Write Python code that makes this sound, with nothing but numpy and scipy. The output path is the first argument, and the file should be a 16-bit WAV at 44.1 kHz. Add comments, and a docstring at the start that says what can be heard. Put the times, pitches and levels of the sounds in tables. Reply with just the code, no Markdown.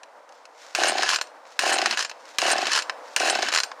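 """Outdoors by a woodpile, a cold two-stroke chainsaw is pulled over four times by its rope starter and never fires.
Each pull: a sleeve of filtered friction swishes, the pawls catch with a clack of noise and short rings,
the rope rasps out and the piston chuffs in gliding sine pulses, speeding up and then coasting.
The housing knocks and rattles in short resonances; the rope winds back over ticking pawls that ring the steel,
and the handle bumps the case. Short echoes and a soft filtered-noise rush lie behind."""
import sys
import numpy as np
from scipy import signal
from scipy.fft import rfft, irfft
from scipy.io import wavfile

SR = 44100
rng = np.random.default_rng(int(sys.argv[2]) if len(sys.argv) > 2 else 0)


def digitize_waveform(pressure):
    """Quantize a signal to 16-bit integers and store it at the path in sys.argv[1].

    Rows of a 2-D input are taken as channels; values are limited to [-1, 1].
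    """
    field = np.atleast_2d(pressure).T
    bounded = np.clip(field, -1, 1)
    quanta = np.round(bounded * 32767).astype(np.int16)
    wavfile.write(sys.argv[1], SR, quanta)


N = 167580
TIME = np.arange(N) / SR


def crank(first, out, start_rps, top_rps, coast_s):
    """Crankshaft speed and turns since the first chuff: driven up by the rope, then coasting down."""
    driven = np.interp(TIME, [first, out], [start_rps, top_rps])
    speed = driven * np.exp(-np.maximum(TIME - out, 0) / coast_s)
    turns = np.cumsum(speed) / SR
    return speed, turns - np.interp(first, TIME, turns)


CHUFF_GLIDE, CHUFF_SHAPE = 1.77, 3.75  # pitch glide in times to peak; exponent that narrows the swell
CHUFF_SCATTER = 0.015  # random share of pitch


def chuff(partial, length):
    """A gulp of air through the port: a quick swell whose pitch rises as it dies."""
    start_hz, end_hz, peak_s, db = partial
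    t = np.arange(SR // 20) / SR
    u = t / (peak_s * length)
    glide = end_hz + (start_hz - end_hz) * np.exp(-u / CHUFF_GLIDE)
    hz = glide * (1 + CHUFF_SCATTER * rng.standard_normal())
    swell = (u * np.exp(1 - u)) ** CHUFF_SHAPE
    return amp(db) * swell * np.sin(2 * np.pi * (np.cumsum(hz) / SR + rng.random()))


# Rope pulls: (first chuff [s], rope fully out [s], speed at first chuff [rev/s], top speed [rev/s],
# coasting time constant [s], end of chuffing [s])
PULLS = [(0.789, 0.8818, 30.3961, 42.7412, 0.1862, 1.073),
         (1.6379, 1.7411, 32.7097, 44.7445, 0.1619, 1.961),
         (2.4281, 2.5331, 33.3517, 42.6336, 0.1476, 2.713),
         (3.2078, 3.3149, 36.4212, 44.1964, 0.1609, 3.518)]
# Air resonances of a chuff: (start pitch [Hz], end pitch [Hz], time to peak at CHUFF_RPS [s], level [dB])
CHUFF = [(550, 926, 0.0036, -16.5), (284, 457, 0.0062, -31)]
# Colour of flywheel and housing: (frequency [Hz], spectral density [dB])
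WHIRR = [(40, -49), (130, -40), (220, -6.5), (300, -1), (700, -7.5), (1200, 1.5), (1600, 2), (2300, 1.5),
         (2900, -0.5), (3600, -2.5), (4100, -1.5), (4850, -3.5), (6800, -8.5), (8500, -15.5), (11000, -27),
         (15000, -36)]
CHUFF_LEAD_S = 0.00387  # swell begins this early at CHUFF_RPS
CHUFF_RPS, CHUFF_STRETCH = 33.45, 0.632  # chuffs lengthen below this speed [rev/s]; exponent
HALF_TURN_DB, WEAK_BELOW_RPS, WEAK_DB_PER_RPS = -10.5, 22.5, 1.5
WHIRR_DB, WHIRR_SWELL_DB, WHIRR_LEAD = -31, 1, 0.05  # lead: share of a turn before the chuff


def engine():
    """One hollow chuff per turn and a weaker one between, shorter at speed; flywheel and housing rattle."""
    chuffs, whirr = np.zeros((2, N))
    for first, out, start_rps, top_rps, coast_s, stop in PULLS:
        speed, turns = crank(first, out, start_rps, top_rps, coast_s)
        half_turns = int(2 * np.interp(stop, TIME, turns)) + 1
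        for half in range(half_turns):
            s = np.interp(half / 2, turns, TIME)
            rps = np.interp(s, TIME, speed)
            weakening_db = WEAK_DB_PER_RPS * max(WEAK_BELOW_RPS - rps, 0)
            gain = amp(HALF_TURN_DB * (half % 2) - weakening_db)
            length = (CHUFF_RPS / rps) ** CHUFF_STRETCH
            for partial in CHUFF:
                add(chuffs, s - CHUFF_LEAD_S * length, gain * chuff(partial, length))
        running = np.interp(TIME, [first - .02, first, stop - .02, stop + 0.0066], [0, 1, 1, 0])
        whirr += running * amp(WHIRR_SWELL_DB * np.cos(2 * np.pi * (turns + WHIRR_LEAD)))
    rattling = whirr * rattle(per_s=700, spread_db=5, hiss=1.0)
    return chuffs + amp(WHIRR_DB) * colour(rattling, WHIRR)


# Pawls catching, also the start of each rope rasp: (time [s], level [dB])
CATCHES = [(0.7499, -17), (1.5914, -14), (2.3846, -13.5), (3.1629, -12.5)]
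# Rope running out after each catch: (end time [s], level [dB])
ROPES = [(0.905, -26), (1.744, -24), (2.532, -24), (3.299, -25.5)]
# Colour of the rasp: (frequency [Hz], spectral density [dB])
RASP = [(40, -33), (130, -51), (280, -22.5), (600, -4), (1000, -10.5), (1350, -9.5), (1650, -4.5),
        (2100, -9.5), (2850, -6.5), (3600, -17.5), (4100, -9.5), (5300, -12.5), (6900, -12.5),
        (7900, -19.5), (8700, -17.5), (10500, -24.5), (12200, -34), (15500, -44)]
ROPE_START_DB, ROPE_FULL = -7.5, 0.83  # level at the catch; share of the rasp's time until full level
RELEASE_S = 0.0031  # fade after the end


def rope():
    """Once the pawls have caught, the cord rasps through its guide and shakes the starter, growing louder."""
    level = np.zeros(N)
    for (start, _), (end, db) in zip(CATCHES, ROPES):
        progress = (TIME - start) / (end - start)
        effort = amp(db + ROPE_START_DB * np.clip(1 - progress / ROPE_FULL, 0, 1))
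        level += effort * (TIME > start) * np.exp(-np.maximum(TIME - end, 0) / RELEASE_S)
    return colour(level * rattle(per_s=800, spread_db=3.5, hiss=1.24), RASP)


# Starter spring zinging at full stretch: (start time [s], fall time [s], level [dB])
ZINGS = [(0.88, 0.025, -27), (1.727, 0.025, -25.5), (2.514, 0.016, -22), (3.297, 0.018, -25)]
# Spring resonances: (frequency [Hz], width [Hz], relative level [dB])
SPRING = [(4220, 230, -4.5), (7600, 290, 3.5), (8640, 280, 5.5), (9300, 250, 3.5)]


def spring():
    """A short shrill zing as the rope reaches its end: narrow noise bands at the spring's resonances."""
    level = np.zeros(N)
    for s, fall_s, db in ZINGS:
        attack = np.clip((TIME - s) / 0.0032, 0, 1)
        level += amp(db) * attack * np.exp(-(np.maximum(TIME - s, 0) / fall_s) ** 2)
    out = np.zeros(N)
    for hz, width, db in SPRING:
        phase = 2 * np.pi * hz * TIME
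        out += amp(db) * (wander(width) * np.cos(phase) + wander(width) * np.sin(phase))
    return level * unit(out)


# Rope winding back: (start time [s], fastest time [s], start of fade [s], level [dB])
# The last whir fades before it starts, leaving its ticks in front.
REWINDS = [(0.966, 1.125, 1.15, -23.5), (1.954, 1.992, 2.027, -28), (2.653, 2.746, 2.798, -25),
           (3.413, 3.58, 3.34, -22.5)]
# Pawls ticking during the rewind: (time [s], level [dB])
TICKS = [(1.079, -29), (1.0907, -16), (1.101, -19), (1.111, -24), (1.133, -18.5), (1.145, -20), (1.16, -18),
         (1.9733, -20.5), (1.992, -20), (2.007, -20), (2.025, -21), (2.0483, -22), (2.7179, -19.5),
         (2.7326, -16), (2.752, -20.5), (2.761, -17.5), (2.775, -18), (2.7883, -19), (3.519, -26),
         (3.525, -20), (3.5374, -17.5), (3.5484, -14.5), (3.5603, -14.5), (3.5747, -16.5), (3.5859, -18),
         (3.602, -19)]
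# Pulley stopping at the end of the rewind: (time [s], level [dB])
STOPS = [(1.2126, -20), (2.096, -30.5), (2.822, -26.5), (3.6342, -19.5)]
# Steel of the starter: (frequency [Hz], level relative to the blow [dB], time to fall 60 dB [s])
STEEL = [(4170, -11, 0.085), (5340, -13, .05), (7080, -10, 0.06), (7420, -13, 0.075), (8500, -25, 0.2),
         (9100, -25, .08), (10110, -20, 0.05), (13050, -27, .08)]
# Colour of the plastic case, shared with the knocks and bumps: (frequency [Hz], spectral density [dB])
CASE = [(40, -52), (130, -32.5), (400, -8), (1000, 0), (1650, 4), (2200, 0), (2900, 2), (3600, -2.5),
        (4150, 1.5), (5000, 2.5), (6500, -2.5), (8000, -11.5), (10500, -17.5), (12500, -34.5), (15500, -46)]
STEEL_SCATTER = 0.00416  # random share of pitch
REWIND_START_DB = -16


def rewind():
    """The pulley whirs back while the pawls tick, then stops with a clack; both set the steel ringing."""
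    level, ticks, ring = np.zeros((3, N))
    for start, fastest, end, db in REWINDS:
        swell = amp(db + np.interp(TIME, [start, fastest, end], [REWIND_START_DB, 0, -5]))
        attack = np.clip((TIME - start) / 0.0027, 0, 1)
        level += swell * attack * np.exp(-np.maximum(TIME - end, 0) / 0.013)
    for s, db in TICKS:
        add(ticks, s, amp(db) * impact(fall_s=0.0041, tail_db=-20.5, tail_s=0.021, snap=3.3))
    for s, db in STOPS:
        add(ticks, s, amp(db) * impact(fall_s=0.0051, tail_db=-31, tail_s=0.012, snap=2.9))
    t = np.arange(SR // 4) / SR
    for s, db in TICKS + STOPS:
        for hz, mode_db, t60 in STEEL:
            pitch = hz * (1 + STEEL_SCATTER * rng.standard_normal())
            strength = 2 * rng.random() - 1
            decay = amp(db + mode_db - 60 * t / t60)
            add(ring, s, decay * strength * np.sin(2 * np.pi * pitch * t))
    whir = level * rattle(per_s=540, spread_db=3, hiss=1.0)
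    return colour(ticks + whir, CASE) + ring


# Starter and housing knocking under the jerks of compression: (time [s], level [dB])
KNOCKS = [(0.7633, -35), (0.778, -38), (.801, -22), (.835, -13.5), (.856, -22), (0.9826, -20),
          (1.023, -18.5), (1.032, -16), (1.6123, -29), (1.7851, -16.5), (1.8167, -19.5), (1.859, -12.5),
          (1.91, -17), (1.926, -24.5), (2.4174, -18), (2.465, -20), (2.502, -20), (2.533, -22),
          (2.582, -21.5), (2.6173, -22.5), (2.655, -23), (2.669, -19), (3.2, -18.5), (3.2982, -14),
          (3.352, -20), (3.422, -21.5), (3.427, -18.5), (3.486, -20.5)]
# Handle and gloves bumping the case: (time [s], level [dB], brightness [dB per octave])
BUMPS = [(0.0328, -39, 1), (0.2908, -47.5, 3), (0.323, -49.5, 3.5), (0.454, -41, 1.5), (1.186, -25, -4),
         (1.271, -46, 6), (1.453, -43, -6), (2.114, -30.5, -4.5), (2.254, -44.5, 1), (2.8964, -19.5, -3.5),
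         (3.716, -28, -6)]
# Colour of the catching pawls: (frequency [Hz], spectral density [dB])
CLACK = [(40, -18), (200, -18), (550, -9.5), (1000, -1), (1500, 3.5), (2100, 0.5), (2800, 2), (3600, -4.5),
         (4200, -3.5), (5500, -1), (7200, -6), (9000, -12), (12000, -25), (16000, -27)]


def blows():
    """Pawls catching, the housing knocking and the handle landing on the plastic case."""
    clacks, knocks, bumps = np.zeros((3, N))
    for s, db in CATCHES:
        add(clacks, s, amp(db) * impact(fall_s=0.0038, tail_db=-13, tail_s=0.0085, snap=3))
    for s, db in KNOCKS:
        add(knocks, s, amp(db) * impact(fall_s=0.0031, tail_db=-18, tail_s=0.018, snap=1.1))
    for s, db, bright_db in BUMPS:
        bump = impact(fall_s=0.0039, tail_db=-19, tail_s=0.0041, snap=0.84)
        add(bumps, s, amp(db) * colour(bump, CASE, bright_db))
    return colour(clacks, CLACK) + colour(knocks, CASE) + bumps


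# Sleeve swishes: (middle time [s], half width [s], level [dB])
SWISHES = [(.38, 0.05, -57.5), (0.673, 0.1, -49), (1.525, 0.062, -50.5), (2.311, 0.11, -50.5),
           (3.1, 0.061, -50)]
# Colour of the jacket: (frequency [Hz], spectral density [dB])
CLOTH = [(300, -23.5), (1500, 7.5), (3000, 2), (5200, 3), (7000, -0.5), (8500, -10), (12000, -19),
         (16000, -34)]


def sleeve():
    """The jacket rustles in uneven folds as the saw is lifted for the next pull."""
    level = sum(amp(db) * np.exp(-((TIME - s) / width) ** 2) for s, width, db in SWISHES)
    folds = amp(1.7 * wander(rate_hz=35))
    return colour(level * folds * grit(per_s=780, spread_db=4, hiss=1.1), CLOTH)


# Distant outdoor rush: (time [s], level [dB])
AIR_DB = [(0, -50), (.5, -51), (1.3, -48), (1.5, -50), (2.3, -47.5), (2.9, -41), (3.1, -44), (3.8, -44)]
# Colour of the rush: (frequency [Hz], spectral density [dB])
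AIR = [(30, -64), (100, -57.5), (311, -14.5), (384, -20), (486, -5), (950, -4.5), (1130, -8.5), (1500, -12),
       (2000, -18), (2900, -27.5), (5310, -29.5), (8500, -37.5), (16000, -53)]


def air():
    """A soft, distant outdoor rush: coloured noise with a slight flutter in level."""
    flutter_db = wander(rate_hz=18)
    level_db = np.interp(TIME, *np.transpose(AIR_DB))
    return amp(level_db + flutter_db) * colour(rng.standard_normal(N), AIR)


YARD_DB, YARD_T60_S, SIDE_DB = -16, 0.29, -58  # side: level of the side echoes relative to the middle


def yard(x):
    """Short scattered echoes from the logs and the snow."""
    t = np.arange(SR // 2) / SR
    scattered = rng.standard_normal(len(t)) * (rng.random(len(t)) < .06)
    taps = scattered * (t > .005) * amp(-60 * t / YARD_T60_S)
    taps = signal.lfilter(*signal.butter(1, 5000, fs=SR), taps / np.linalg.norm(taps))
    return signal.oaconvolve(x, taps)[:N]


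CASE_RING_S, CASE_SCATTER = 0.0045, 0.026  # decay time constant; random share of pitch


def case_mode(hz, size):
    """One short ring of the housing; its pitch depends on where it is struck."""
    t = np.arange(size) / SR
    pitch = hz * (1 + CASE_SCATTER * rng.standard_normal())
    return np.sin(2 * np.pi * pitch * t) * np.exp(-t / CASE_RING_S)


# Modes of the housing, for both impacts and rattle: (frequency [Hz])
CASE_HZ = [1043, 1538, 1742, 2658, 2965, 4115, 5170, 6700]
CASE_RING_DB, RATTLE_DB = -10.5, -7


def impact(fall_s, tail_db, tail_s, snap):
    """A snap, a quick clatter of loose parts and a weaker tail; the housing rings, differently each time."""
    t = np.arange(SR // 8) / SR
    decay = np.exp(-t / fall_s) + amp(tail_db) * np.exp(-t / tail_s)
    burst = rng.choice([-1., 1.], len(t)) * decay
    burst[SR // 4000] += snap
    ring = sum((2 * rng.random() - 1) * case_mode(hz, size=len(t)) for hz in CASE_HZ)
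    return burst + amp(CASE_RING_DB) * ring


def rattle(per_s, spread_db, hiss):
    """Loose parts tap the housing at several spots, each ringing one of its modes, over a crackly friction."""
    taps = np.zeros(N)
    for hz in CASE_HZ + CASE_HZ:  # two spots per mode
        hits = rng.random(N) < per_s / (2 * len(CASE_HZ)) / SR
        strength = amp(spread_db * (2 * rng.random(N) - 1))
        taps += signal.oaconvolve(hits * strength, case_mode(hz, size=1500))[:N]
    crackle = grit(per_s=450, spread_db=1.5, hiss=0.45)
    return unit(hiss * crackle + amp(RATTLE_DB) * unit(taps))


def grit(per_s, spread_db, hiss):
    """Friction: tiny slips of uneven size over a smooth hiss."""
    size = amp(spread_db * np.minimum(rng.exponential(1, N), 3))
    slips = (rng.random(N) < per_s / SR) * rng.choice([-1, 1], N) * size
    return unit(unit(slips) + hiss * rng.standard_normal(N))


def wander(rate_hz):
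    """Random curve of rms 1, limited to roughly the given rate."""
    hz = np.fft.rfftfreq(N, 1 / SR)
    return unit(irfft(rfft(rng.standard_normal(N)) * np.exp(-(hz / rate_hz) ** 2), N))


def colour(x, points, tilt_db=0):
    """Causal filter of unit energy with the given spectrum, tilted per octave above about 1 kHz."""
    size = 4096
    octave = np.log2(abs(np.fft.fftfreq(size, 1 / SR)) + 1)
    hz, db = np.transpose(points)
    gain_db = np.interp(octave, np.log2(hz), db) + tilt_db * np.maximum(octave, 10)
    # The Hilbert transform of the log gain supplies the minimum phase.
    spectrum = np.exp(np.conj(signal.hilbert(np.log(amp(gain_db)))))
    taps = np.fft.ifft(spectrum).real[:size // 2]
    return signal.oaconvolve(x, taps / np.linalg.norm(taps))[:len(x)]


def amp(db):
    """Decibels to gain."""
    return 10 ** (np.asarray(db) / 20)


def unit(x):
    """Scales to rms 1."""
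    return x / np.sqrt(np.mean(x ** 2) + 1e-20)


def add(mix, s, sound):
    """Mixes a sound in at a time in seconds."""
    part = mix[max(round(s * SR), 0):][:len(sound)]
    part += sound[:len(part)]


def scene():
    """The saw is straight ahead; echoes and microphone ports add a little width."""
    saw = engine() + rope() + spring() + rewind() + blows() + sleeve()
    mid = saw + amp(YARD_DB) * yard(saw) + air()
    side = amp(YARD_DB + SIDE_DB) * yard(saw) + amp(-22.0) * air()
    side += amp(-89) * colour(rng.standard_normal(N), [(60, 2), (4000, -21)])  # microphone self-noise
    side += amp(-25.0) * np.diff(mid, prepend=0)  # the two ports differ slightly in the treble
    return np.array([mid + side, mid - side]) * amp([[.1], [-.1]])  # left a touch louder


EDGE_HZ = 16000


def record(dry):
    """The loudest snaps round off near full scale; then the low cut and the band limit."""
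    out = signal.lfilter(*signal.butter(2, 85, "high", fs=SR), np.tanh(dry))
    lowpass = signal.firwin(401, EDGE_HZ, window=("kaiser", 9), fs=SR)
    return signal.oaconvolve(out, lowpass[None], "same")


dry = scene()
out = record(dry)
digitize_waveform(out)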